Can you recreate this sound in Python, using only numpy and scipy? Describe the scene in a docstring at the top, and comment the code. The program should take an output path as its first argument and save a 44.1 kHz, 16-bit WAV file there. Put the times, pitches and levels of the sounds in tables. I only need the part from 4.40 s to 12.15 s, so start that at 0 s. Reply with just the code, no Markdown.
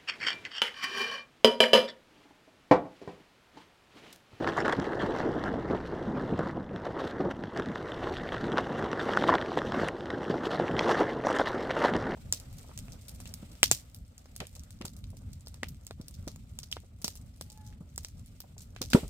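"""Studded bicycle tyres on a frozen trail.

Heard close up, from a camera microphone in a closed housing that a little wind brushes.
The tyres rumble over frozen ruts and the studs crush the icy crust in crackly bursts. Plates of
ice crack and ring, chips snap off, glaze crackles, shards skitter and packed snow squeaks."""
import sys
import numpy as np
from scipy import signal
from scipy.fft import rfft, irfft, next_fast_len
from scipy.io import wavfile
from scipy.ndimage import map_coordinates

SR = 44100
rng = np.random.default_rng(int(sys.argv[2]) if len(sys.argv) > 2 else 0)


def digitize_waveform(pressure):
    """Quantize a signal to 16-bit integers and store it at the path in sys.argv[1].

    Rows of a 2-D input are taken as channels; values are limited to [-1, 1].
    """
    field = np.atleast_2d(pressure).T
    bounded = np.clip(field, -1, 1)
    quanta = np.round(bounded * 32767).astype(np.int16)
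    wavfile.write(sys.argv[1], SR, quanta)


N = 341775


def amp(db):
    """Decibels to gain."""
    return 10 ** (np.asarray(db) / 20)


def unit(x):
    """Scale to rms 1."""
    return x / np.sqrt(np.mean(x ** 2) + 1e-20)


def curves(rows):
    """One value per sample for each column after the time."""
    times, *columns = np.transpose(rows)
    return [np.interp(np.arange(N) / SR, times, column) for column in columns]


def wobble(rate):
    """A smooth random curve, rate knots a second."""
    knots = rng.standard_normal(int(N * rate / SR) + 4)
    return map_coordinates(knots, [np.arange(N) * rate / SR])


def coloured(x, spectrum):
    """Causal filter through (freq_hz, gain_db) points, so that attacks stay sharp."""
    size = 2 * next_fast_len(N // 2 + SR // 10, real=True)
    hz, db = np.transpose(spectrum)
    gain = amp(np.interp(np.log(np.fft.rfftfreq(size, 1 / SR) + 1), np.log(hz), db))
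    cepstrum = irfft(np.log(gain))
    cepstrum[1:size // 2] *= 2  # fold to minimum phase
    cepstrum[size // 2 + 1:] = 0
    return irfft(rfft(x, size) * np.exp(rfft(cepstrum)), size)[:N]


def add(track, start_s, sound):
    """Mix a short sound into the track from start_s on."""
    start = int(np.clip(round(start_s * SR), 0, N - 1))
    track[start:start + len(sound)] += sound[:N - start]


def swell(length_s, attack_s, release_s):
    """An envelope that rises, holds until length_s and dies away."""
    t = np.arange(int((length_s + 6 * release_s) * SR)) / SR
    return np.minimum(t / attack_s, 1) * np.exp(-np.maximum(t - length_s, 0) / release_s)


def with_swells(steady_db, events, attack_s, release_s):
    """Two steady levels in dB plus a swell for each event (start_s, length_s, level_db, level_db)."""
    power = amp(steady_db) ** 2
    for start_s, length_s, *levels_db in events:
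        for track, db in zip(power, levels_db):
            add(track, start_s, (amp(db) * swell(length_s, attack_s, release_s)) ** 2)
    return 10 * np.log10(power)


def fractures(rate, spread_db, life_s, debris_ratio=0.15):
    """Power (mean 1) of tiny random fractures, each dying fast and leaving longer-lived debris."""
    size = amp(spread_db * np.minimum(rng.standard_normal(N), 1.6))
    hits = (rng.random(N) < rate / SR) * size ** 2
    snap = signal.lfilter([1], [1, -np.exp(-1 / (life_s * SR))], hits)
    debris = signal.lfilter([1], [1, -np.exp(-1 / (4.5 * life_s * SR))], hits)
    return (snap / snap.mean() + debris_ratio * debris / debris.mean()) / (1 + debris_ratio)


def grains(power, spectrum):
    """Bursts of coloured noise that follow a power curve; rms 1."""
    return unit(coloured(np.sqrt(power) * rng.standard_normal(N), spectrum))


def patchy(x, depth_db, width_hz, span_s):
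    """Every stretch of ice rings its own way: random hills of gain over frequency and time."""
    hz, t, spectra = signal.stft(x, SR, nperseg=256)
    knots = rng.standard_normal((256, 1024))
    grid = np.meshgrid(hz / width_hz, t / span_s, indexing="ij")
    hills = map_coordinates(knots, grid, order=1, mode="wrap")
    return unit(signal.istft(spectra * amp(depth_db * hills), SR, nperseg=256)[1][:N])


def ping(hz, rise_cycles):
    """A heavily damped flexing of ice; returns the sound and the seconds it takes to peak."""
    t = np.arange(SR // 20) / SR
    rise_s = rise_cycles / hz
    envelope = t / rise_s * np.exp(1 - t / rise_s)
    return envelope * np.cos(2 * np.pi * hz * (t - rise_s)), rise_s


def strays(bite, rate, over_db, hz, spread):
    """Random small breaks (time_s, level_db, pitch_hz), louder with the bite (time_s, level_db)."""
    gap, size, pitch = rng.random((200, 3)).T
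    times = np.cumsum(-np.log(1 - gap) / rate)
    levels_db = np.interp(times, *bite.T) + over_db + 6 * (size - 0.5)
    pitches_hz = hz * np.exp(spread * (pitch - 0.5))
    return [row for row in zip(times, levels_db, pitches_hz) if row[0] < N / SR]


# Colour of air on the housing: freq_hz, gain_db
WIND_COLOUR = [(15, -5), (40, 1), (80, 4), (150, 4.5), (400, -15), (3000, -93)]
# Headwind right at the microphone: time_s, level_db
GUSTS = [(0, -50.5), (1.2, -44), (2, -48), (3.2, -55.5), (3.7, -42), (4.7, -64), (5.3, -46), (5.8, -57),
         (6.6, -53), (7.75, -43.5)]


def wind():
    """The headwind buffets the housing softly."""
    gust_db, = curves(GUSTS)
    return amp(gust_db + 1.1 * wobble(3.6)) * unit(coloured(rng.standard_normal(N), WIND_COLOUR))


# Packed snow under the tread: start_s, length_s, level_db, start_hz, end_hz
SQUEAKS = [(.6, .05, -50, 3200, 3400), (.595, .06, -54, 4100, 4350), (.67, .06, -56, 3650, 4200),
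           (1.73, .06, -57, 2480, 2300), (3.787, .045, -42, 1860, 1980), (3.825, .045, -43, 1750, 1550),
           (3.872, .035, -46, 2100, 2300), (5.71, .06, -41, 1620, 1540), (6.1, .04, -35, 1420, 1350)]


def squeaks():
    """Rubber sticks and slips on snow in short glides of rough pitch with a weak octave."""
    track = np.zeros(N)
    waver_hz = 105 * wobble(600)
    for start_s, length_s, db, start_hz, end_hz in SQUEAKS:
        n = int(length_s * SR)
        hz = np.linspace(start_hz, end_hz, n) + waver_hz[int(start_s * SR):][:n]
        phase = 2 * np.pi * np.cumsum(hz) / SR
        tone = np.sin(phase) + amp(-15) * np.sin(2 * phase)
        add(track, start_s, amp(db) * np.hanning(n) * tone)
    return track


# Showers of shards on the trail, outside the housing: start_s, length_s, level_db, pitch_hz, width_hz
SHARDS = [(0.164, 0.04, -49.5, 6860, 1500), (0.186, 0.012, -43, 5400, 350), (0.59, 0.025, -46, 3260, 300),
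          (4.593, 0.0068, -37, 3580, 280), (6.392, 0.16, -53.5, 5650, 800), (6.853, 0.012, -43, 5750, 280),
          (6.883, 0.028, -53, 5850, 350), (6.94, 0.019, -42, 3170, 450), (6.944, 0.016, -46, 7400, 2000)]


def shards():
    """Dense tiny impacts ring thin shards around one pitch a shower; the housing dulls their top."""
    track = np.zeros(N)
    # a negative spread limits the smallest impacts and leaves the largest free
    impacts = np.sqrt(fractures(rate=890, spread_db=-6.5, life_s=0.0018)) * rng.standard_normal(N)
    for start_s, length_s, db, hz, width_hz in SHARDS:
        envelope = swell(length_s, attack_s=0.01, release_s=0.011)
        resonance = signal.iirpeak(hz, hz / width_hz, SR)
        ring = signal.lfilter(*resonance, impacts[int(start_s * SR):][:len(envelope)])
        add(track, start_s, amp(db) * envelope * unit(ring))
    housing = [(1500, -6), (3000, 2.5), (7000, -3.5), (9000, -10), (15000, -24)]
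    return coloured(track, housing)


# Colour of bursting glaze at the microphone: freq_hz, gain_db
GLAZE_COLOUR = [(1500, -19), (3300, -14), (4800, -2), (6000, -2), (7000, -3), (9000, -11.5), (12000, -24),
                (15000, -29)]
# Glassy glaze breaking on the trail: start_s, relative_db
CRACKLES = [(0.171, -31), (0.258, -36), (0.2803, -29), (0.2955, -34), (0.325, -27), (0.3305, -33),
            (0.7626, -37.5), (1.04, -35), (1.061, -42), (1.079, -47), (1.9903, -37), (2.913, -48),
            (3.196, -35), (4.772, -30), (5.174, -38), (5.4841, -22), (6.503, -34), (6.513, -29),
            (6.603, -31), (6.863, -35), (6.8698, -27), (6.884, -30), (6.9015, -35), (6.907, -38),
            (6.911, -35), (6.929, -30), (6.9634, -27), (6.970, -32), (6.987, -27), (7.006, -29)]


def crackles(decay_s=0.0012):
    """Thin glaze bursts in very short sprays that reach far into the treble."""
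    track = np.zeros(N)
    t = np.arange(SR // 20) / SR
    for start_s, db in CRACKLES:
        add(track, start_s, amp(db) * np.exp(-t / decay_s) * rng.standard_normal(len(t)))
    return coloured(track, GLAZE_COLOUR)


# Colours of the frame and the tyre casings, heard through the housing: freq_hz, gain_db
FRAME_COLOUR = [(60, -25), (150, -26), (240, -2), (295, -1), (337, 5), (380, 1), (440, 1), (530, -3),
                (640, -6), (900, -9.5), (1600, -22), (5000, -103)]
CASING_COLOUR = [(20, -28), (45, -8.5), (80, -2.5), (130, 1), (220, 3), (280, 1), (380, -22), (800, -34),
                 (4000, -100)]
# Steady rolling between the bumps, close by: time_s, frame_db, casing_db
ROLLING = [(0.0, -34, -37.5), (0.5, -36, -44.5), (0.75, -33, -46), (1.12, -35.5, -35), (1.5, -41, -47),
           (2.05, -40, -38.5), (2.27, -44, -40), (2.6, -36, -43), (3.0, -44, -42), (3.5, -43, -50.5),
           (3.85, -43, -45), (4.4, -35, -38), (5.0, -33.5, -40.5), (5.75, -39, -45), (6.4, -35.5, -37.5),
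           (6.8, -36, -42), (7.2, -41, -45.5), (7.75, -37.5, -37)]
# Frozen ruts and lumps that jolt the wheels: start_s, length_s, frame_db, casing_db
RUTS = [(0.364, 0.03, -47, -28), (0.614, 0.05, -32, -31), (0.827, 0.085, -35.5, -39),
        (1.285, 0.066, -31.5, -31.5), (1.65, 0.2, -37.5, -35), (1.898, 0.041, -32.5, -30),
        (1.968, 0.048, -33.5, -35), (2.148, 0.026, -32, -38.5), (2.794, 0.094, -30.5, -33.5),
        (3.153, 0.058, -37.5, -40), (3.251, 0.067, -48, -36), (3.601, 0.12, -34.5, -58),
        (4.023, 0.02, -29, -32), (4.09, 0.14, -34.5, -37.5), (4.782, 0.036, -33, -34),
        (5.244, 0.028, -41, -32), (5.332, 0.1, -54, -33), (5.864, 0.089, -34.5, -36),
        (6.18, 0.12, -34, -42), (6.425, 0.11, -30.5, -53), (6.586, 0.031, -24.5, -54),
        (6.846, 0.054, -32.5, -54), (6.986, 0.023, -31, -36), (7.117, 0.067, -35, -61),
        (7.423, 0.042, -27.5, -43), (7.513, 0.035, -65, -39)]


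def tyres():
    """Knobs and lumps thud into the casings, which drone, and shake the hollow frame; ruts swell both."""
    rolling_db = np.array(curves(ROLLING)) - 1.68 * wobble(17)  # the surface is never even
    frame_db, casing_db = with_swells(rolling_db, RUTS, attack_s=0.018, release_s=0.013)
    thuds = fractures(rate=170, spread_db=0.5, life_s=0.0035)
    frame = amp(frame_db - 0.6) * grains(thuds + amp(-12), FRAME_COLOUR)
    casing = amp(casing_db - 0.77) * grains(thuds + amp(-4), CASING_COLOUR)
    return frame + casing


# Colours of crushed crust, splinters and ice dust, heard through the housing: freq_hz, gain_db
CRUNCH_COLOUR = [(100, -35.5), (300, 0), (500, 4.5), (800, 0), (1250, -1.5), (1800, -2.5), (2080, -9),
                 (2400, -21), (3200, -35), (6000, -62), (12000, -85)]
SPLINTER_COLOUR = [(1400, -15), (2350, -13), (2750, 1), (3400, 0), (4100, -4.5), (4800, -9), (5800, -11.5),
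                   (6700, -21.5), (7500, -21), (9000, -30.5), (11500, -33.5), (15000, -42)]
DUST_COLOUR = [(2000, -30), (4000, -6), (5700, 1), (7500, -4), (10000, -12), (15000, -19)]
# Steady bite of the studs in the trail: time_s, crunch_db, splinter_db
BITE = [(0.0, -37.5, -48), (0.48, -40, -54), (0.85, -42, -54.5), (1.15, -42.5, -59), (2.0, -45, -58.5),
        (2.25, -50.5, -67), (2.65, -40, -59), (3.0, -51, -63.5), (3.3, -43.5, -57.5), (3.8, -42.5, -54),
        (4.5, -38, -53.5), (5.1, -41.5, -53.5), (5.45, -44, -51), (5.53, -50, -59.5), (5.9, -40.5, -53.5),
        (6.2, -41.5, -55.5), (6.65, -33.5, -51), (6.8, -45.5, -57), (7.1, -37, -50.5), (7.75, -35.5, -54)]
# Brittle crust collapsing under a tyre: start_s, length_s, crunch_db, splinter_db
CRUST_PATCHES = [(0.074, 0.015, -32.5, -42), (0.159, 0.056, -29.5, -50), (0.25, 0.018, -27, -44),
                 (0.279, 0.057, -27.5, -48), (0.594, 0.08, -35.5, -50), (0.735, 0.095, -38.5, -53),
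                 (1.045, 0.043, -35, -51.5), (1.99, 0.11, -40.5, -60), (2.441, 0.041, -37.5, -56),
                 (2.586, 0.024, -34.5, -46), (2.62, 0.091, -48, -52.5), (2.809, 0.054, -55, -71),
                 (2.896, 0.022, -34.5, -49), (3.155, 0.048, -37.5, -51), (3.614, 0.087, -38.5, -51),
                 (3.918, 0.029, -37.5, -49), (4.18, 0.0088, -19.5, -38.5), (4.383, 0.011, -25.5, -40.5),
                 (4.585, 0.29, -38, -48), (4.869, 0.037, -29.5, -42), (4.904, 0.057, -30.5, -49),
                 (5.166, 0.017, -29, -39), (5.332, 0.16, -33, -47), (6.033, 0.041, -33.5, -44),
                 (6.098, 0.063, -33, -46), (6.18, 0.11, -40, -52), (6.371, 0.18, -33, -45),
                 (6.483, 0.041, -25, -38.5), (6.56, 0.056, -28, -42.5), (6.836, 0.098, -32.5, -50),
                 (6.94, 0.033, -25, -45), (6.982, 0.036, -30, -44), (7.052, 0.033, -32, -42.5),
                 (7.291, 0.019, -28.5, -66), (7.357, 0.14, -28.5, -44), (7.433, 0.028, -25, -36)]


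def studs():
    """Studs crush the crust in clumps, throwing off splinters and a fine sizzle of ice dust."""
    bite_db = np.array(curves(BITE)) + 0.5 * wobble(22)
    crunch_db, splinter_db = with_swells(bite_db, CRUST_PATCHES, attack_s=0.01, release_s=0.0048)
    clumps = amp(1.8 * wobble(60))
    coarse = clumps * fractures(rate=420, spread_db=7, life_s=0.00076)
    fine = clumps * fractures(rate=110, spread_db=5, life_s=0.0012)
    powder = amp(-3.5)  # countless grains too small to tell apart
    crunch = grains(coarse + powder, CRUNCH_COLOUR)
    crunch = patchy(crunch, depth_db=3, width_hz=350, span_s=0.035)
    splinters = grains(coarse + amp(2) * fine + amp(-1), SPLINTER_COLOUR)
    splinters = patchy(splinters, depth_db=3, width_hz=650, span_s=0.035)
    dust = grains(fine + amp(3), DUST_COLOUR)
    dust_db = -64.5 + 0.86 * (splinter_db + 47.5)  # hard crushing makes more dust
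    return amp(crunch_db - 0.44) * crunch + amp(splinter_db - 2.05) * splinters + amp(dust_db) * dust


# The largest chips snapping off the trail: time_s, relative_db, pitch_hz
CHIPS = [(0.097, -27, 3440), (0.2804, -38, 4200), (0.3246, -24, 4000), (0.3997, -24, 4550),
         (1.0387, -27.5, 3600), (1.991, -32, 3960), (2.3613, -31, 3540), (2.913, -29, 3400),
         (3.1746, -23, 4570), (3.2223, -30, 3400), (3.2597, -29.5, 3870), (3.287, -35, 4200),
         (3.357, -35, 3550), (3.485, -35, 3400), (3.52, -27, 3200), (3.754, -31, 3800), (3.785, -38, 3500),
         (3.769, -28.5, 3200), (3.8903, -28, 3380), (3.922, -26, 3370), (3.981, -31, 3190),
         (4.042, -28, 3570), (4.119, -26, 3680), (4.1273, -29.5, 3330), (4.182, -16.5, 3460),
         (4.516, -25, 3500), (4.735, -21.5, 3400), (4.953, -17, 3500), (4.983, -26, 2980),
         (5.014, -24, 3270), (5.024, -28, 3140), (5.189, -22, 3500), (5.3211, -23, 3600),
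         (5.4864, -23, 2750), (5.608, -32, 3300), (5.6578, -29.5, 4050), (5.704, -23.5, 3700),
         (6.281, -24, 2860), (6.3674, -26.5, 3520), (6.987, -21, 3830), (7.059, -24.5, 3200),
         (7.312, -21, 3130), (7.4488, -26, 3280), (7.538, -25.5, 3350), (7.556, -27, 3350),
         (7.5655, -22, 4600)]


def chips():
    """Chips break off with a tick, a short spray and a ring, and jolt the sheet, which answers lower."""
    ticks, spray, sheet = np.zeros((3, N))
    t = np.arange(SR // 20) / SR
    splinter_bite = np.array(BITE)[:, [0, 2]]
    small = strays(splinter_bite, rate=24, over_db=14.5, hz=3400, spread=0.7)
    scatter = rng.uniform(-1, 1, (len(CHIPS) + 200, 4))
    for (time_s, db, hz), (sheet_shift, *mode_shifts) in zip(list(CHIPS) + small, scatter):
        tick, rise_s = ping(hz, rise_cycles=0.91)
        answer, _ = ping(1550 * 2 ** (0.31 * sheet_shift), rise_cycles=0.71)
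        modes = sum(np.sin(2 * np.pi * hz * 2 ** (0.2 + 0.6 * shift) * t) for shift in mode_shifts)
        start_s = time_s - rise_s
        add(ticks, start_s, amp(db - 6) * tick)
        add(spray, start_s, amp(db - 8.5) * np.exp(-t / 0.0016) * rng.standard_normal(len(t)))
        add(spray, start_s, amp(db - 10.5) * np.exp(-t / 0.0018) * modes)
        add(sheet, start_s, amp(min(db, -23) - 9) * answer)
    tick_colour = [(1500, 16), (4500, -4.5), (8000, 9.5), (14000, -4)]
    # the housing passes little of the spray above 7 kHz
    spray_colour = [(300, -12), (1000, -5), (1900, 16), (2450, -4), (3300, 2.5), (4300, -10),
                    (6000, -11), (7500, -21.5), (10000, -36), (15000, -34)]
    return coloured(ticks, tick_colour) + coloured(spray, spray_colour) + sheet


# Modes of hard ice as it splits: pitch_hz, gain_db, decay_s
SPLIT_MODES = [(2010, -1, .0011), (2600, 1, 0.00076), (3280, -4, 0.0018), (4120, -3, 0.00082),
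               (5300, -15, .0012), (6300, -13, .0008)]
# A stud splitting hard ice clean through: start_s, relative_db
SPLITS = [(6.3924, -13.5)]


def splits():
    """A clean split is a dry, wide snap: all its modes start at once and die within milliseconds."""
    track = np.zeros(N)
    t = np.arange(SR // 20) / SR
    ring = sum(amp(db) * np.exp(-t / decay_s) * np.sin(2 * np.pi * (hz * t + rng.random()))
               for hz, db, decay_s in SPLIT_MODES)
    onset = 1 - np.exp(-(t / 0.0002) ** 2)
    for start_s, db in SPLITS:
        add(track, start_s, amp(db) * onset * ring)
    return track


# Slabs of ice tearing under the wheels: peak_s, level_db, pitch_hz
SLABS = [(0.075, -22.5, 1760), (1.994, -28, 473), (2.806, -25.5, 290), (2.85, -24.5, 540),
         (4.182, -26.5, 1430), (4.774, -21, 1470), (4.892, -16, 1124), (4.928, -18, 990), (4.944, -23, 790),
         (6.609, -22.5, 424), (7.447, -22, 940)]


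def slabs():
    """A slab swells and rings for a few cycles under the cracks that part it."""
    track = np.zeros(N)
    for peak_s, db, hz in SLABS:
        ring, rise_s = ping(hz, rise_cycles=2.55)
        add(track, peak_s - rise_s, amp(db) * ring)
    return track


# Plates giving way close to the microphone, thick ones low, thin ones high: peak_s, relative_db, pitch_hz
PLATE_CRACKS = [(0.0683, -15, 1300), (0.0747, -4.5, 1650), (0.0863, -21, 1400), (0.2492, -13, 1610),
                (0.2525, -9, 1450), (0.2588, -7, 1500), (0.2809, -8, 1510), (0.2915, -14, 1210),
                (0.296, -7.5, 1410), (0.3248, -22, 1310), (0.3275, -9, 1540), (0.3304, -11, 805),
                (0.3881, -14, 260), (0.634, -15, 400), (0.7641, -12, 710), (0.8041, -11, 630),
                (1.0388, -13, 774), (1.14, -16, 600), (1.3075, -18, 800), (1.311, -12.5, 338),
                (1.3491, -11, 543), (1.9927, -7, 520), (2.4673, -13, 720), (2.805, -6, 320),
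                (2.8415, -29, 686), (2.8489, -14, 410), (2.8708, -23, 414), (2.9125, -20, 800),
                (3.0377, -15.5, 1420), (3.1985, -9, 1260), (3.3582, -12.5, 1480), (3.672, -11.5, 1010),
                (3.9466, -14.5, 1500), (4.1734, -6, 1440), (4.1821, -6.5, 1360), (4.1882, -11, 900),
                (4.4258, -12, 1230), (4.5309, -7.5, 1430), (4.735, -20, 1280), (4.7732, 0, 1260),
                (4.824, -9, 1400), (4.84, -4, 970), (4.8861, -3, 1300), (4.8918, -2, 890),
                (4.8948, -8, 1070), (4.8978, -3, 850), (4.9277, -15, 980), (4.9399, -1, 1220),
                (4.9468, -8, 800), (4.9552, -6, 1020), (5.1187, -12.5, 960), (5.174, -8, 760),
                (5.2183, -11, 1270), (5.3217, -12, 970), (5.3445, -14, 1100), (5.3473, -11, 475),
                (5.901, -9.5, 292), (5.9418, -10, 660), (6.199, -4, 644), (6.6022, -12, 790),
                (6.607, -13, 490), (6.839, -16, 1000), (6.8495, -10, 530), (6.8699, -4, 766),
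                (6.9018, -5.5, 774), (6.9983, -3.5, 800), (7.3069, -6.5, 1550), (7.4415, -6, 1100),
                (7.4499, -4.5, 517), (7.4583, -4.5, 880), (7.5362, -12, 686), (7.553, -9, 310)]


def plates(grit_decay_s=0.0013, crumble_decay_s=0.007):
    """Each plate flexes once or twice as it cracks, then crumbles; the housing dulls its top."""
    flex, grit, crumbling = np.zeros((3, N))
    crumbs = np.sqrt(fractures(rate=900, spread_db=4, life_s=0.0004)) * rng.standard_normal(N)
    t = np.arange(SR // 20) / SR
    crunch_bite = np.array(BITE)[:, [0, 1]]
    small = strays(crunch_bite, rate=12, over_db=14, hz=860, spread=0.83)
    for peak_s, db, hz in list(PLATE_CRACKS) + small:
        bend, rise_s = ping(hz, rise_cycles=0.4)
        burst = np.exp(-t / grit_decay_s) * rng.standard_normal(len(t))
        add(flex, peak_s - rise_s, amp(db - 5) * bend)
        add(grit, peak_s, amp(db - 5.5) * hz / 1000 * burst)  # thin plates are grittier
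        add(crumbling, peak_s, amp(min(db, -10) - 11) * np.exp(-t / crumble_decay_s))
    grit += crumbling * crumbs
    crunch = amp(-3.5) * coloured(grit, CRUNCH_COLOUR)
    splinters = amp(-19.5) * coloured(grit, SPLINTER_COLOUR)
    housing = [(60, -22), (200, -1), (1850, -4), (2400, -12), (3300, -3), (6000, -1), (12000, -25)]
    return coloured(flex, housing) + crunch + splinters


def scene():
    """Everything reaches both channels alike through the housing."""
    wheels = tyres() + studs()
    ice = plates() + slabs() + chips() + splits() + crackles() + shards()
    ride = wheels + ice + squeaks() + wind()
    return np.array([ride, ride])


def record(dry):
    """Each channel adds its own faint hiss; nothing is kept above 15.4 kHz."""
    hissy = dry + amp(-83) * rng.standard_normal((2, N))
    in_band = np.fft.rfftfreq(N, 1 / SR) < 15400
    return irfft(rfft(hissy) * in_band, N)


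dry = scene()
out = record(dry)
digitize_waveform(out)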